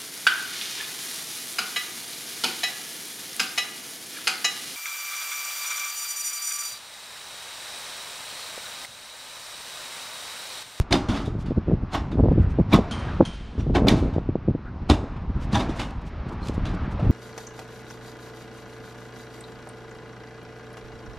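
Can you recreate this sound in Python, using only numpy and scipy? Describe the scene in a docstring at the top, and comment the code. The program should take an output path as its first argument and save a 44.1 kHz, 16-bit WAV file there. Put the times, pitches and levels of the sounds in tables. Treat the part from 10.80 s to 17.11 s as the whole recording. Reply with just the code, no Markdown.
"""A worker shifts his weight on loose corrugated steel roof sheets, high on a breezy building site.
Throughout, coloured noise makes the site's drone and the wind's rumble; wavelet eddies make dull gust thuds.
From the start his steps make the sheets pop, crunch and rattle: grainy noise and pings ring panel modes.
After 2 s a hammer far below clinks twice on steel: decaying modes with a noisy crack and a long wash.
More crunches follow; near the end his soles scuff, squeak once and shuffle in short bursts of filtered noise."""
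import sys
import numpy as np
from scipy import signal
from scipy.fft import rfft, irfft
from scipy.io import wavfile
from scipy.ndimage import uniform_filter1d, minimum_filter1d

SR = 44100
rng = np.random.default_rng(int(sys.argv[2]) if len(sys.argv) > 2 else 0)


def wav_out(sig):
    """Save sig, one row per channel (or a flat mono array), as 16-bit PCM at SR to the path in sys.argv[1]."""
    wavfile.write(sys.argv[1], SR, np.round(np.clip(np.atleast_2d(sig).T, -1, 1) * 32767).astype(np.int16))


N = 278271
TIME = np.arange(N) / SR

# level of the drone and hiss, swelling after the loud crunches and the hammer clinks:
# (time [s], relative level [dB])
BACKGROUND_LEVEL = [(0, -52.5), (.35, -44), (.55, -51), (1.05, -52), (1.3, -50.5), (1.9, -50),
                    (2.15, -41.5), (2.33, -43), (2.6, -55.5), (2.95, -53), (3.15, -43), (3.4, -52.5),
                    (3.7, -55), (4.0, -51.5), (4.5, -50.5), (4.85, -42.5), (5.2, -50), (5.6, -46.5),
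                    (5.88, -44.5), (6.12, -45.5), (6.31, -44.5)]
# the sheet gives way under a shoe: (time [s], relative level [dB], relative body level [dB],
# brightness [dB per octave], swell [s], rattle t60 [s])
SHEET_POPS = [(0.015, -44.5, -21, 7.5, 0.0082, 0.064), (0.1097, -35.5, 3.5, 5, 0.0011, 0.24),
              (0.126, -17.5, -10.5, 5, 0.0016, 0.061), (0.14, -27.5, -4, 4.5, 0.0017, 0.21),
              (.287, -34, -1, 4, 0.0011, 0.44), (0.365, -39, -19, 4, 0.022, 0.34),
              (0.461, -46.5, -26, 6.5, .008, 0.14), (.661, -47.5, -17, 3, 0.0029, 0.24),
              (1.137, -34, -5.5, 4.5, 0.0087, 0.15), (1.149, -30, -11, 0, 0.0076, 0.2),
              (1.316, -44, 0.5, 2, 0.0014, 0.13), (1.932, -26.5, -1, -1, 0.0071, 0.13),
              (1.942, -23.5, -9, 3, 0.011, 0.13), (2.8, -46, -6.5, 2.5, 0.011, 0.16),
              (2.954, -25.5, -0.5, 1.5, 0.0047, 0.14), (3.07, -31.5, 6, 3.5, 0.0011, 0.17),
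              (3.084, -23.5, -13, 8, 0.001, 0.037), (3.089, -24, -10, 4.5, 0.0021, 0.18),
              (3.17, -44.5, 7.5, 6, 0.0065, 0.28), (3.336, -50, -2, 1, 0.0026, 0.32),
              (4.1, -21.5, -2.5, 4, 0.0033, 0.079), (4.109, -28, -4, 3.5, 0.0019, 0.18),
              (4.365, -52, -7, 0, .002, 0.085), (4.731, -34.5, -5, 4.5, 0.0065, 0.16),
              (4.752, -27, -10, 3, 0.0062, 0.19), (4.801, -32.5, 0, 4, 0.008, 0.17),
              (4.896, -44, -3, 5.5, 0.0046, 0.17), (4.996, -32.5, -8.5, 4, 0.0051, 0.24),
              (5.855, -40, -14.5, 2.5, 0.0031, 0.29), (6.197, -47, 3.5, 3, 0.001, 0.11)]
# colour of the steel sheet: (frequency [Hz], relative density [dB per Hz])
SHEET_COLOUR = [(50, -1.5), (110, 2.5), (300, 8), (400, 3), (520, -3.5), (720, 2.5), (1150, -3.5),
                (1500, -8), (2000, -12.5), (2500, -13), (3900, -18), (5200, -25), (6700, -28), (7800, -33),
                (9700, -37.5), (15000, -61.5)]


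def undb(db):
    """Decibels to gain."""
    return 10 ** (np.asarray(db) / 20)


def unit(x):
    """Scale to rms 1."""
    return x / np.sqrt(np.mean(x ** 2))


def curves(table):
    """Each column of a curve table at every sample."""
    s, *columns = np.transpose(table)
    return [np.interp(TIME, s, c) for c in columns]


def add(track, s, x):
    """Mix x into the track from time s on."""
    i = int(round(s * SR))
    x = x[max(-i, 0):max(N - i, 0)]
    track[max(i, 0):max(i, 0) + len(x)] += x


def response(points, hz):
    """Gain of a (Hz, dB) spectrum at the given frequencies."""
    f, db = np.transpose(points)
    return undb(np.interp(np.log(hz + 1), np.log(f), db))


def colour(x, points):
    """Give x a (Hz, dB) spectrum."""
    return irfft(rfft(x) * response(points, np.fft.rfftfreq(len(x), 1 / SR)), len(x))


def noise(points):
    """Coloured noise of rms 1."""
    return unit(colour(rng.standard_normal(N), points))


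def fade(t, t60):
    """Decay by 60 dB in t60 seconds."""
    return np.exp(-np.log(1000) * t / t60)


def walk(rate):
    """Smooth chance with a spread of 1, drawn about rate times a second."""
    k = int(SR / rate)
    steps = np.repeat(rng.standard_normal(N // k + 1), k)
    return unit(uniform_filter1d(uniform_filter1d(steps, k), k)[:N])


def convolve(x, ring):
    """Pass x through an impulse response."""
    return signal.fftconvolve(x, ring)[:N]


def bursts(table, grain_db=4):
    """Short grainy rubs, each ringing one broad resonance: (s, dB, centre Hz, width Hz, length s)."""
    size = 8192
    out, hz = np.zeros(N), np.fft.rfftfreq(size, 1 / SR) + 1
    t = (np.arange(size) - size // 2) / SR
    for s, db, centre, width, length in table:
        grit = rng.standard_normal(size) * undb(grain_db * rng.standard_normal(size))
        band = 1 / (1 + ((hz - centre ** 2 / hz) / width) ** 2)
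        touch = np.exp(-.5 * (t / length) ** 2)
        rub = unit(irfft(rfft(grit) * band) * touch)
        # the touch's own rms keeps short and long rubs equally strong
        add(out, s + t[0], undb(db) * rub * np.sqrt(np.mean(touch ** 2)))
    return out


def roof_echo(x, t60=0.57, build_s=0.0049):
    """The sound spreads through neighbouring sheets and the hall beneath as a noisy, decaying tail."""
    # colour of the echo: (frequency [Hz], gain [dB])
    hall_colour = [(100, -27), (400, 1), (1200, 2.5), (3500, -10.5), (7000, -2.5), (14000, -18)]
    t = TIME[:SR]
    tail = rng.standard_normal(SR) * fade(t, t60) * (1 - np.exp(-t / build_s))
    return convolve(x, colour(tail / np.linalg.norm(tail), hall_colour))


def site(drone_db=4.5, hiss_db=-63, low_drone_db=-37.5, waver_db=1.34, hiss_waver_db=0.5):
    """Distant work blurred into a drone of wavering bands, over a steady rumble and a hiss that follows it."""
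    # blurred work: (frequency [Hz], relative density [dB per Hz])
    drone_colour = [(100, -27), (300, 3.5), (600, 4.5), (900, 5), (1250, 2.5), (1800, -4.5), (2600, -9.5),
                    (4000, -21), (8000, -56), (15000, -79.5)]
    # faint hiss: (frequency [Hz], relative density [dB per Hz])
    hiss_colour = [(1500, -6.5), (2800, 1.5), (4000, 6), (5500, 0.5), (7500, -17), (10000, -29),
                   (15000, -49)]
    # steady rumble: (frequency [Hz], relative density [dB per Hz])
    low_drone_colour = [(15, -3), (30, 3.5), (60, 4), (110, -11), (250, -12), (600, -67), (3000, -140)]
    hiss_pivot_db, hiss_slope = -47, 1  # the hiss gains slope dB per dB of background above the pivot
    background, = curves(BACKGROUND_LEVEL)
    roar, hz = rfft(noise(drone_colour)), np.fft.rfftfreq(N, 1 / SR)
    band = np.digitize(hz, [450, 750, 1100, 1600])  # band edges in Hz
    # each band wavers on its own
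    wavering = sum(irfft(roar * (band == k), N) * undb(waver_db * walk(16)) for k in np.unique(band))
    hiss_level = hiss_db + hiss_slope * (background - hiss_pivot_db) + hiss_waver_db * walk(25)
    drone = undb(background + drone_db) * wavering
    hiss = undb(hiss_level) * noise(hiss_colour)
    return drone + hiss + undb(low_drone_db) * noise(low_drone_colour)


def far_knocks(offset_db=-7, scatter_db=3, centre_hz=900, spread=0.53, width_hz=500, length_s=0.0094):
    """Chance knocks and rubs from work all over the site, louder when the background swells."""
    background, = curves(BACKGROUND_LEVEL)
    knocks = []
    for when, (force, pitch) in zip(rng.random(size=40), rng.standard_normal(size=(40, 2)).clip(-1.5, 1.5)):
        db = background[int(when * N)] + offset_db + scatter_db * force
        knocks.append((when * N / SR, db, centre_hz * np.exp(spread * pitch), width_hz, length_s))
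    return bursts(knocks)


def scrapes():
    """Faint scraping from work further off: grainy rubs with a broad resonance."""
    # (time [s], level [dB], centre [Hz], width [Hz], length [s])
    far_scrapes = [(1.64, -47, 1410, 500, 0.017), (2.295, -39, 1630, 200, 0.0086),
                   (2.33, -42, 1330, 350, 0.028), (3.875, -46.5, 1460, 300, 0.019),
                   (4.58, -52, 1150, 600, 0.073), (6.055, -47, 1600, 500, 0.011)]
    return bursts(far_scrapes)


def hammer(crack_db=-6.0, crack_t60=0.19, echo_db=-13, echo_t60=1.62, paths_hz=200, attack_s=0.0012,
           wall_s=0.081, wall_db=-11):
    """Steel struck far below: a crack, a blurred ringing clink, a slap off a wall and a long hall wash."""
    # hammer blows: (time [s], relative level [dB])
    blows = [(2.11, -31.5), (2.45, -33.5)]
    # ringing of the struck steel: (frequency [Hz], relative level [dB], t60 [s], blur [0-1])
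    steel_modes = [(1410, -8, 0.39, .9), (3133, -9, 0.82, .2), (3203, 2.5, 0.14, 0.76),
                   (3429, -16, 0.4, .5), (4240, -3, 0.05, 0.99), (6570, -28, .35, .5), (7100, -18, .12, 1),
                   (8670, -23, 0.5, 1), (8900, -20, 0.15, 0.68), (9700, -17, .09, .95)]
    crack_colour = [(500, -8), (1400, 4), (6500, 0), (8000, -15.5), (9500, -4.0), (12000, -25), (14500, -50)]
    wash_colour = [(300, -9.5), (1400, 7.5), (3300, 9.5), (6500, -5.0), (10500, -18), (14000, -51.5)]
    out, t = np.zeros(N), TIME[:SR]
    clinks = 0  # one row per blow
    for f, d, t60, blur in steel_modes:
        rate = paths_hz * np.sqrt(f / 1000)
        shimmer = walk(rate)[:2 * SR] + 1j * walk(rate)[:2 * SR]
        shimmer = shimmer.reshape(2, SR) / np.sqrt(2)
        # blur trades the pure tone for one that shimmers in strength and phase
        tone = np.real((1 - blur + blur * shimmer) * np.exp(2j * np.pi * f * t))
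        clinks = clinks + undb(d) * fade(t, t60) * tone
    for (s, db), clink in zip(blows, clinks):
        crack = undb(crack_db) * noise(crack_colour)[:SR] * fade(t, crack_t60)
        wash = undb(echo_db) * noise(wash_colour)[:SR] * fade(t, echo_t60)
        onset = undb(db) * (1 - np.exp(-t / attack_s))
        add(out, s, onset * (clink + crack + wash))
        add(out, s + wall_s, undb(wall_db) * onset * crack)
    return out


def buffets():
    """Separate deep pushes of wind, with lulls between them."""
    # (time [s], level [dB], centre [Hz], length [s])
    pushes = [(.775, -18, 80.3, 0.011), (.935, -20, 110, .016), (1.03, -24.5, 80.6, 0.011),
              (1.24, -30.5, 75, 0.024), (1.4, -17.5, 104, 0.014), (1.45, -21, 109, .016),
              (1.52, -20, 100, 0.014), (1.6, -14, 75, 0.015), (1.67, -22.5, 75, 0.024),
              (1.735, -24, 69.5, 0.03), (1.805, -17, 106, 0.015), (2.79, -19.5, 94, 0.01),
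              (3.385, -19.5, 90, 0.0096), (3.5, -30.5, 81, 0.014), (3.7, -22, 100, 0.0084),
              (3.76, -31.5, 79, 0.017), (4.03, -29, 64.6, 0.0091), (4.365, -32.5, 65, 0.0073),
              (4.495, -24.5, 58, .018), (4.565, -20, 67.5, 0.0088), (4.9, -26, 70, 0.017),
              (5.175, -26.5, 69, .014), (5.39, -28, 54.6, .018), (5.7, -27, 58.4, 0.01),
              (5.775, -27, 63.7, 0.012), (5.83, -20, 50, 0.011), (5.905, -22, 68, 0.013),
              (6.03, -28, 52, 0.018), (6.24, -28, 65, 0.04)]
    relative_width = 0.84  # bandwidth as a share of the centre frequency
    return bursts([(s, db, hz, relative_width * hz, length) for s, db, hz, length in pushes], grain_db=-1.5)


def eddy(hz, turn, roundness):
    """One push and pull of air pressure; the smaller the eddy, the higher its centre frequency."""
    t = np.arange(-1024, 1024) / SR
    swirl = (1 - 2j * np.pi * hz * t / roundness) ** -roundness
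    return np.hanning(len(t)) * np.real(np.exp(2j * np.pi * turn) * swirl)


def gusts(roundness, spread=0.13, scatter_db=3.0, jitter=0.323):
    """Each gust peaks in one sharp eddy; weaker, larger ones run unevenly ahead and behind."""
    # gusts striking the microphone: (peak time [s], length [s], relative peak level [dB],
    # centre of the sharpest eddy [Hz])
    gust_peaks = [(.004, 0.0034, -15, 180), (0.48, 0.0077, -13.5, 308), (0.553, 0.0085, -15.5, 243),
                  (0.709, 0.0034, -9, 292), (0.719, 0.0027, -12, 323), (0.777, 0.0047, -8, 267),
                  (0.883, 0.009, -10, 330), (0.898, 0.003, -9.5, 269), (0.916, 0.0075, -11, 403),
                  (0.923, 0.0054, -6.5, 260), (0.94, 0.0025, -9, 249), (1.033, 0.0061, -19, 227),
                  (1.221, 0.0044, -19, 200), (1.331, 0.0054, -16, 277), (1.356, 0.0028, -9, 209),
                  (1.374, 0.0091, -19, 554), (1.393, 0.011, -9.5, 490), (1.406, 0.0028, -4, 290),
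                  (1.438, 0.0043, -8.5, 384), (1.445, .004, -6.5, 330), (1.458, 0.0061, -6.5, 366),
                  (1.4855, 0.0032, -7.5, 470), (1.516, 0.0035, -10, 420), (1.52, 0.0045, -4.5, 290),
                  (1.56, 0.0025, -11, 230), (1.5818, 0.0056, -2.5, 255), (1.596, .004, -11.5, 200),
                  (1.613, 0.0046, -19, 250), (1.788, 0.0051, -4, 350), (1.8, 0.0038, -8.5, 385),
                  (1.812, 0.0012, -13, 222), (1.979, 0.012, -8.5, 376), (1.989, 0.0028, -3.5, 404),
                  (2.4065, 0.0045, 5.5, 375), (2.41, 0.0017, 5, 570), (2.426, 0.0032, -6, 308),
                  (2.781, 0.0045, -16.5, 243), (2.787, 0.003, -18.5, 180), (2.868, 0.0054, -13.5, 320),
                  (2.898, 0.0084, -16, 433), (2.902, 0.0057, -10.5, 290), (2.979, 0.0053, -11.5, 380),
                  (2.995, 0.017, -10, 440), (3.021, 0.009, -7.5, 360), (3.05, 0.0097, -6, 379),
                  (3.061, 0.0058, -9.5, 300), (3.122, 0.023, -7, 322), (3.203, 0.0043, -20, 300),
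                  (3.227, 0.0096, -9.5, 358), (3.26, 0.014, -13, 323), (3.364, 0.0021, -7.5, 323),
                  (3.383, 0.0019, -8, 410), (3.491, 0.0052, -7.5, 272), (3.556, 0.0024, -5.5, 374),
                  (3.6854, 0.0075, -3.5, 288), (3.751, 0.004, -10, 280), (4.241, 0.014, -18.5, 410),
                  (4.502, 0.0049, -14.5, 179), (4.568, 0.0029, -23, 190), (5.467, 0.0035, -17.5, 195),
                  (5.697, 0.0024, -10, 255), (5.78, 0.0017, -11, 233), (5.83, .004, -23, 180),
                  (5.9, 0.013, -14, 182), (5.943, 0.0096, -15, 236), (6.243, 0.012, -14, 220),
                  (6.302, 0.0034, -10, 200)]
    eddy_gap_s, flank_drop_oct = 0.00712, 0.54  # spacing of eddies; largest drop in pitch on the flanks
    rise, fall = 0.74, 1.9  # build-up and dying away, in lengths of the gust
    out, half = np.zeros(N), 1024 / SR
    place = np.arange(-5, 6)  # eddy 0 is the peak
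    for s, length, db, hz in gust_peaks:
        late, pitch, force = rng.standard_normal(size=(3, len(place))).clip(-2, 2) * (place != 0)
        age = (place + jitter * late) * eddy_gap_s
        strength = np.exp(-np.abs(age) / (length * np.where(age < 0, rise, fall)))
        centre = hz * np.exp(spread * pitch) * 2 ** (-flank_drop_oct * (1 - strength))
        gain = strength * undb(db + scatter_db * force)
        for a, g, f, turn in zip(age, gain, centre, rng.random(len(place))):
            add(out, s + a - half, g * eddy(f, turn, roundness))
    return out


def wind(rumble_db=-3, flutter_db=-34.5, gust_db=-1, eddy_hz=175, spread=0.26, scatter_db=3.5,
         roundness=2.48, port_hz=85, lull_db=0.3):
    """A rumble, a stream of small eddies and hard gusts, all right at the microphone."""
    # strength of the breeze: (time [s], relative level [dB])
    breeze_curve = [(0, -6.5), (.07, -77), (.14, -40), (.55, -27), (.78, -30), (.83, -36.5), (.92, -23.5),
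                    (1.1, -37.5), (1.22, -28), (1.35, -28), (1.44, -12.5), (1.62, -21), (1.74, -26.5),
                    (1.81, -27), (1.87, -26.5), (2.08, -32.5), (2.33, -25), (2.42, -30), (2.66, -46.5),
                    (2.79, -28.5), (2.93, -21.5), (3.05, -18.5), (3.25, -23), (3.45, -32), (3.6, -39),
                    (4.42, -33.5), (4.52, -35.5), (4.68, -26.5), (4.8, -23.5), (5.13, -41), (5.55, -33.5),
                    (5.8, -27), (6.15, -28.5), (6.31, -9.5)]
    # low rumble: (frequency [Hz], relative density [dB per Hz])
    rumble_colour = [(20, -10.5), (45, 3.5), (88, 1), (125, -2), (180, -12), (300, -22), (700, -80),
                     (4000, -110)]
    pivot_db, slope = -31.5, 0.68  # small eddies gain slope dB per dB of breeze above the pivot
    breeze = curves(breeze_curve)[0] + lull_db * walk(22)
    stream, half = np.zeros(N), 1024 / SR
    chance = zip(rng.random(size=(1200, 2)), rng.standard_normal(size=(1200, 2)).clip(-2, 2))
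    for (when, turn), (pitch, force) in chance:
        swirl = eddy(eddy_hz * np.exp(spread * pitch), turn, roundness)
        add(stream, when * N / SR - half, undb(scatter_db * force) * swirl)
    flutter = undb(flutter_db + slope * (breeze - pivot_db)) * unit(stream)
    # the port leaks slow pressure, so every push swings back
    leak = signal.butter(2, port_hz, "high", fs=SR, output="sos")
    pushes = signal.sosfilt(leak, flutter + undb(gust_db) * gusts(roundness))
    return undb(breeze + rumble_db) * noise(rumble_colour) + pushes


def shuffles():
    """A shoe slides and the sheet murmurs under it: grainy, low-pitched rubs."""
    # (time [s], level [dB], centre [Hz], width [Hz], length [s])
    slides = [(5.525, -38, 325, 300, 0.022), (5.525, -42, 880, 600, 0.023), (6.2, -31, 600, 130, .006),
              (6.207, -42, 1260, 120, 0.008), (6.255, -34, 444, 497, 0.02), (6.3, -35, 497, 600, 0.0039)]
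    return bursts(slides)


def soles():
    """Rubber on paint: broad scuffs and a squeak."""
    # the sole scuffs the paint: (time [s], relative level [dB], length [s])
    scuffs = [(0.612, -56.5, 0.015), (1.628, -63, 0.0066), (1.713, -60, 0.013), (4.631, -53.5, 0.017),
              (4.973, -50.5, .013), (5.055, -60, 0.021), (5.109, -53.5, 0.0029), (5.218, -63, 0.0051),
              (5.274, -58, 0.013), (5.492, -55, 0.0049), (5.529, -59.5, 0.0096), (5.67, -50.5, 0.028),
              (5.672, -43, 0.0018), (5.686, -39, 0.0022), (5.746, -54, .009), (5.948, -55.5, 0.0063),
              (6.048, -71, 0.021), (6.122, -56.5, 0.01)]
    # it squeaks once: (time [s], relative level [dB], centre [Hz], width [Hz], length [s])
    squeak = [(5.634, -50.5, 4220, 250, 0.0056)]
    # a soft sole dulls the very top: (frequency [Hz], gain [dB])
    rubber = [(3000, 7), (6000, 0.5), (9000, -4), (14000, -14.5)]
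    centre_hz, width_hz = 4650, 11000
    rubs = [(s, db, centre_hz, width_hz, length) for s, db, length in scuffs]
    return colour(bursts(rubs + list(squeak)), rubber)


def heaves(attack_s=0.0016, t60=0.26):
    """Deep, short shudders of the roof as his weight lands: low noise under quick decays."""
    # landings: (time [s], relative level [dB])
    landings = [(.115, -20), (0.285, -21), (1.93, -14.5), (4.098, -12.5), (4.731, -19)]
    # colour of the shudder: (frequency [Hz], relative density [dB per Hz])
    shudder_colour = [(20, -20), (55, 7), (110, 3), (200, -15), (400, -27), (1500, -68)]
    out, t = np.zeros(N), TIME[:SR]
    for s, db in landings:
        add(out, s, undb(db) * (1 - np.exp(-t / attack_s)) * fade(t, t60))
    return out * noise(shudder_colour)


def thuds():
    """The whole span flips, drums and clanks: quickly damped swings of a panel held down by a shoe."""
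    # (time [s], level before loading and decay [dB], pitch [Hz], t60 [s])
    swings = [(.126, -28, 424, 0.071), (.126, -22.5, 1685, 0.056), (.127, -14, 700, 0.051),
              (0.144, -18, 247, 0.079), (0.287, -16.5, 246, 0.12), (1.145, -23.5, 710, 0.11),
              (1.149, -25, 1082, .09), (1.934, -19.5, 1247, 0.15), (1.935, -16.5, 1083, 0.094),
              (1.938, 0.5, 290, 0.034), (2.113, -26.5, 226, 0.22), (1.9498, 5, 193, 0.032),
              (2.953, -14.5, 347, 0.15), (3.0808, 0.5, 316, 0.011), (3.114, -11, 249, 0.071),
              (4.098, -9.5, 294, 0.099), (4.115, -16, 303, 0.11), (4.731, -11, 210, 0.082),
              (4.753, -17, 811, 0.12), (4.754, -20, 974, 0.11), (4.801, -33, 770, 0.068),
              (4.893, -11, 290, 0.028)]
    out, t = np.zeros(N), TIME[:SR // 4]
    for s, db, hz, t60 in swings:
        push = 1 - np.exp(-(np.pi * hz * t) ** 2)  # the soft sole takes half a cycle to load it
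        add(out, s, undb(db) * push * fade(t, t60) * np.sin(2 * np.pi * hz * t))
    return out


def seam_clicks():
    """Hard overlapping edges click together; the longer the contact, the purer the ring."""
    # (time [s], level [dB], centre [Hz], length [s])
    clicks = [(.1262, -16, 2470, 0.001), (.141, -24.5, 3500, .002), (.166, -34.5, 3700, 0.0025),
              (.305, -40, 3540, .003), (.377, -41.5, 3700, 0.0028), (0.128, -15.5, 3700, 0.0011),
              (0.129, -25, 4900, 0.003), (0.129, -29, 6360, 0.0018), (1.152, -47, 11300, 0.0016),
              (1.932, -25, 2330, 0.0031), (1.934, -25, 3780, 0.0033), (1.9372, -30, 12200, 0.00036),
              (3.084, -33, 11800, 0.00065), (3.0845, -9.5, 4090, 0.0007), (3.085, -17.5, 3280, 0.0018),
              (3.087, -19.5, 2230, 0.0025), (3.086, -23, 4670, .002), (3.087, -24.5, 2900, .0022),
              (4.1005, -18.5, 3770, 0.0009), (4.112, -27, 3600, .003), (4.755, -27.5, 3600, 0.0047),
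              (4.756, -35, 6030, 0.0037), (4.806, -38, 3700, 0.0078)]
    width_cycles = 0.69  # width of the ring times the length of the contact
    return bursts([(s, db, hz, width_cycles / length, length) for s, db, hz, length in clicks])


def crinkles(per_rattle=60, level_db=-4, per_s=420, centre_hz=3500, spread=.34, scatter_db=4,
             ring_t60=0.017, bright_hz=2200):
    """As the sheet gives way, one tiny buckle after another pings at a pitch of its own."""
    out, t = np.zeros(N), TIME[:SR // 25]
    for s, db, _, bright_db, _, t60 in SHEET_POPS:
        gap = max(1 / per_s, t60 / per_rattle)  # a long rattle has sparser, stronger pings
        for k, (late, pitch, force) in enumerate(rng.standard_normal(size=(36, 3)).clip(-2, 2)):
            age, hz = (k + .5 + late / 2) * gap, centre_hz * np.exp(spread * pitch)
            tilt_db = bright_db * np.log2(hz / bright_hz)
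            steel = response(SHEET_COLOUR, hz) / response(SHEET_COLOUR, bright_hz)
            gain = undb(db + level_db + scatter_db * force + tilt_db) * steel
            ping = fade(t, ring_t60) * np.sin(2 * np.pi * hz * t)
            add(out, s + age, gain * np.sqrt(gap * per_s) * fade(age, t60) * ping)
    return out


def panel_ring(hz, detune=0.021, reach_db=2.0, patch_db=-2.0, patch_hz=2700, patch_spread=.5, patch_t60=0.028):
    """Panel modes retuned by load and driven unevenly, plus tinny pings of the patch that gives way."""
    # ringing of the ribbed panel: (frequency [Hz], relative level [dB], t60 [s])
    sheet_modes = [(211, -3, 0.043), (290, -2.5, 0.037), (630, -7, 0.021), (811, -6, 0.033),
                   (1050, -7, 0.011), (1236, -16, 0.05), (2300, -12, 0.066), (2970, -5, 0.08),
                   (3500, 2.5, 0.065), (3700, -2, 0.081), (4630, -9, 0.027), (5040, 0.5, 0.04)]
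    chance = rng.standard_normal(size=(len(sheet_modes), 2)).clip(-1.5, 1.5)
    modes = [(f * np.exp(detune * load), db + reach_db * reach, t60)
             for (f, db, t60), (load, reach) in zip(sheet_modes, chance)]
    pings = [(patch_hz * np.exp(patch_spread * pitch), patch_db + reach_db * reach, patch_t60)
             for pitch, reach in rng.standard_normal(size=(5, 2)).clip(-1.5, 1.5)]
    out = 0
    for f, db, t60 in modes + pings:
        damping = np.log(1000) / (2 * np.pi * t60)
        pole = damping + 1j * hz
        out = out + undb(db) * 2 * damping * pole / (pole * pole + f * f)
    return out


def sheet_pops(grain_db=5.5, chatter_db=0.5, body_hz=800, bright_hz=2200, body_lag=1.7, ring_db=-4, trim_db=-1):
    """Strain builds, the sheet snaps through, and a dying rattle of tiny slips rings the panel."""
    size = 32768
    t, hz = np.arange(size) / SR - .05, np.fft.rfftfreq(size, 1 / SR) + 1  # the snap is at t = 0
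    steel = response(SHEET_COLOUR, hz)
    steel = steel / np.sqrt(np.mean(steel ** 2 * (hz > 2 * body_hz)))
    body = 1 / (1 + (hz / body_hz) ** 4)
    out = np.zeros(N)
    for s, db, body_db, bright_db, swell, t60 in SHEET_POPS:
        chatter = unit(uniform_filter1d(rng.standard_normal(size), size=160))
        grain = undb(grain_db * rng.standard_normal(size) + chatter_db * chatter)
        slips = unit(rng.standard_normal(size) * grain)
        strain = np.exp(np.minimum(t, 0) / swell)
        # long bending waves travel slowly and outlast the sharp edge
        age = np.maximum(t, 0)
        edge = rfft(slips * strain * fade(age, t60))
        boom = rfft(slips * strain * fade(age, t60 * body_lag))
        tilt = undb(bright_db * np.log2(np.maximum(hz, body_hz) / bright_hz))
        panel = steel * (undb(ring_db) + panel_ring(hz))
        snap = irfft(panel * (edge * (1 - body) * tilt + boom * body * undb(body_db)))
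        add(out, s + t[0], undb(db + trim_db) * snap)
    return out


def scene(echo_db=-11, side_db=-20, site_side_db=-36):
    """Nearly mono: the sheet lies a little to the right, and only short reflections have some width."""
    # colour of the short reflections: (frequency [Hz], gain [dB])
    width_colour = [(100, -0.5), (300, -19.5), (1000, -4), (3000, 3.5), (12000, 7.5)]
    # how much the sheet leans to the right port: (frequency [Hz], gain [dB])
    right_lean = [(200, -47.5), (900, -31), (3000, -22), (12000, -27)]
    far = site() + far_knocks() + scrapes() + hammer()
    air = buffets() + wind()
    steel = shuffles() + soles() + seam_clicks() + crinkles() + sheet_pops()
    mid = far + air + steel + thuds() + heaves() + undb(echo_db) * roof_echo(steel)
    sent = undb(side_db) * steel + undb(site_side_db) * far
    reflections = colour(roof_echo(sent, t60=.07, build_s=.002), width_colour)
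    ports = np.array([[1], [-1]])  # left, right
    return mid + ports * (reflections - colour(steel, right_lean))


def record(dry, low_hz=18, top_hz=15200):
    """Drop the deepest bass, turn peaks down towards full scale and cut the top."""
    x = signal.sosfilt(signal.butter(2, low_hz, "high", fs=SR, output="sos"), dry)
    room = minimum_filter1d(1 / np.maximum(np.abs(x).max(axis=0), 1), size=400)
    gain = uniform_filter1d(uniform_filter1d(room, size=200), size=200)  # smooth gain, shared by both channels
    return signal.sosfilt(signal.ellip(8, .2, 80, top_hz, fs=SR, output="sos"), x * gain)


dry = scene()
out = record(dry)
wav_out(out)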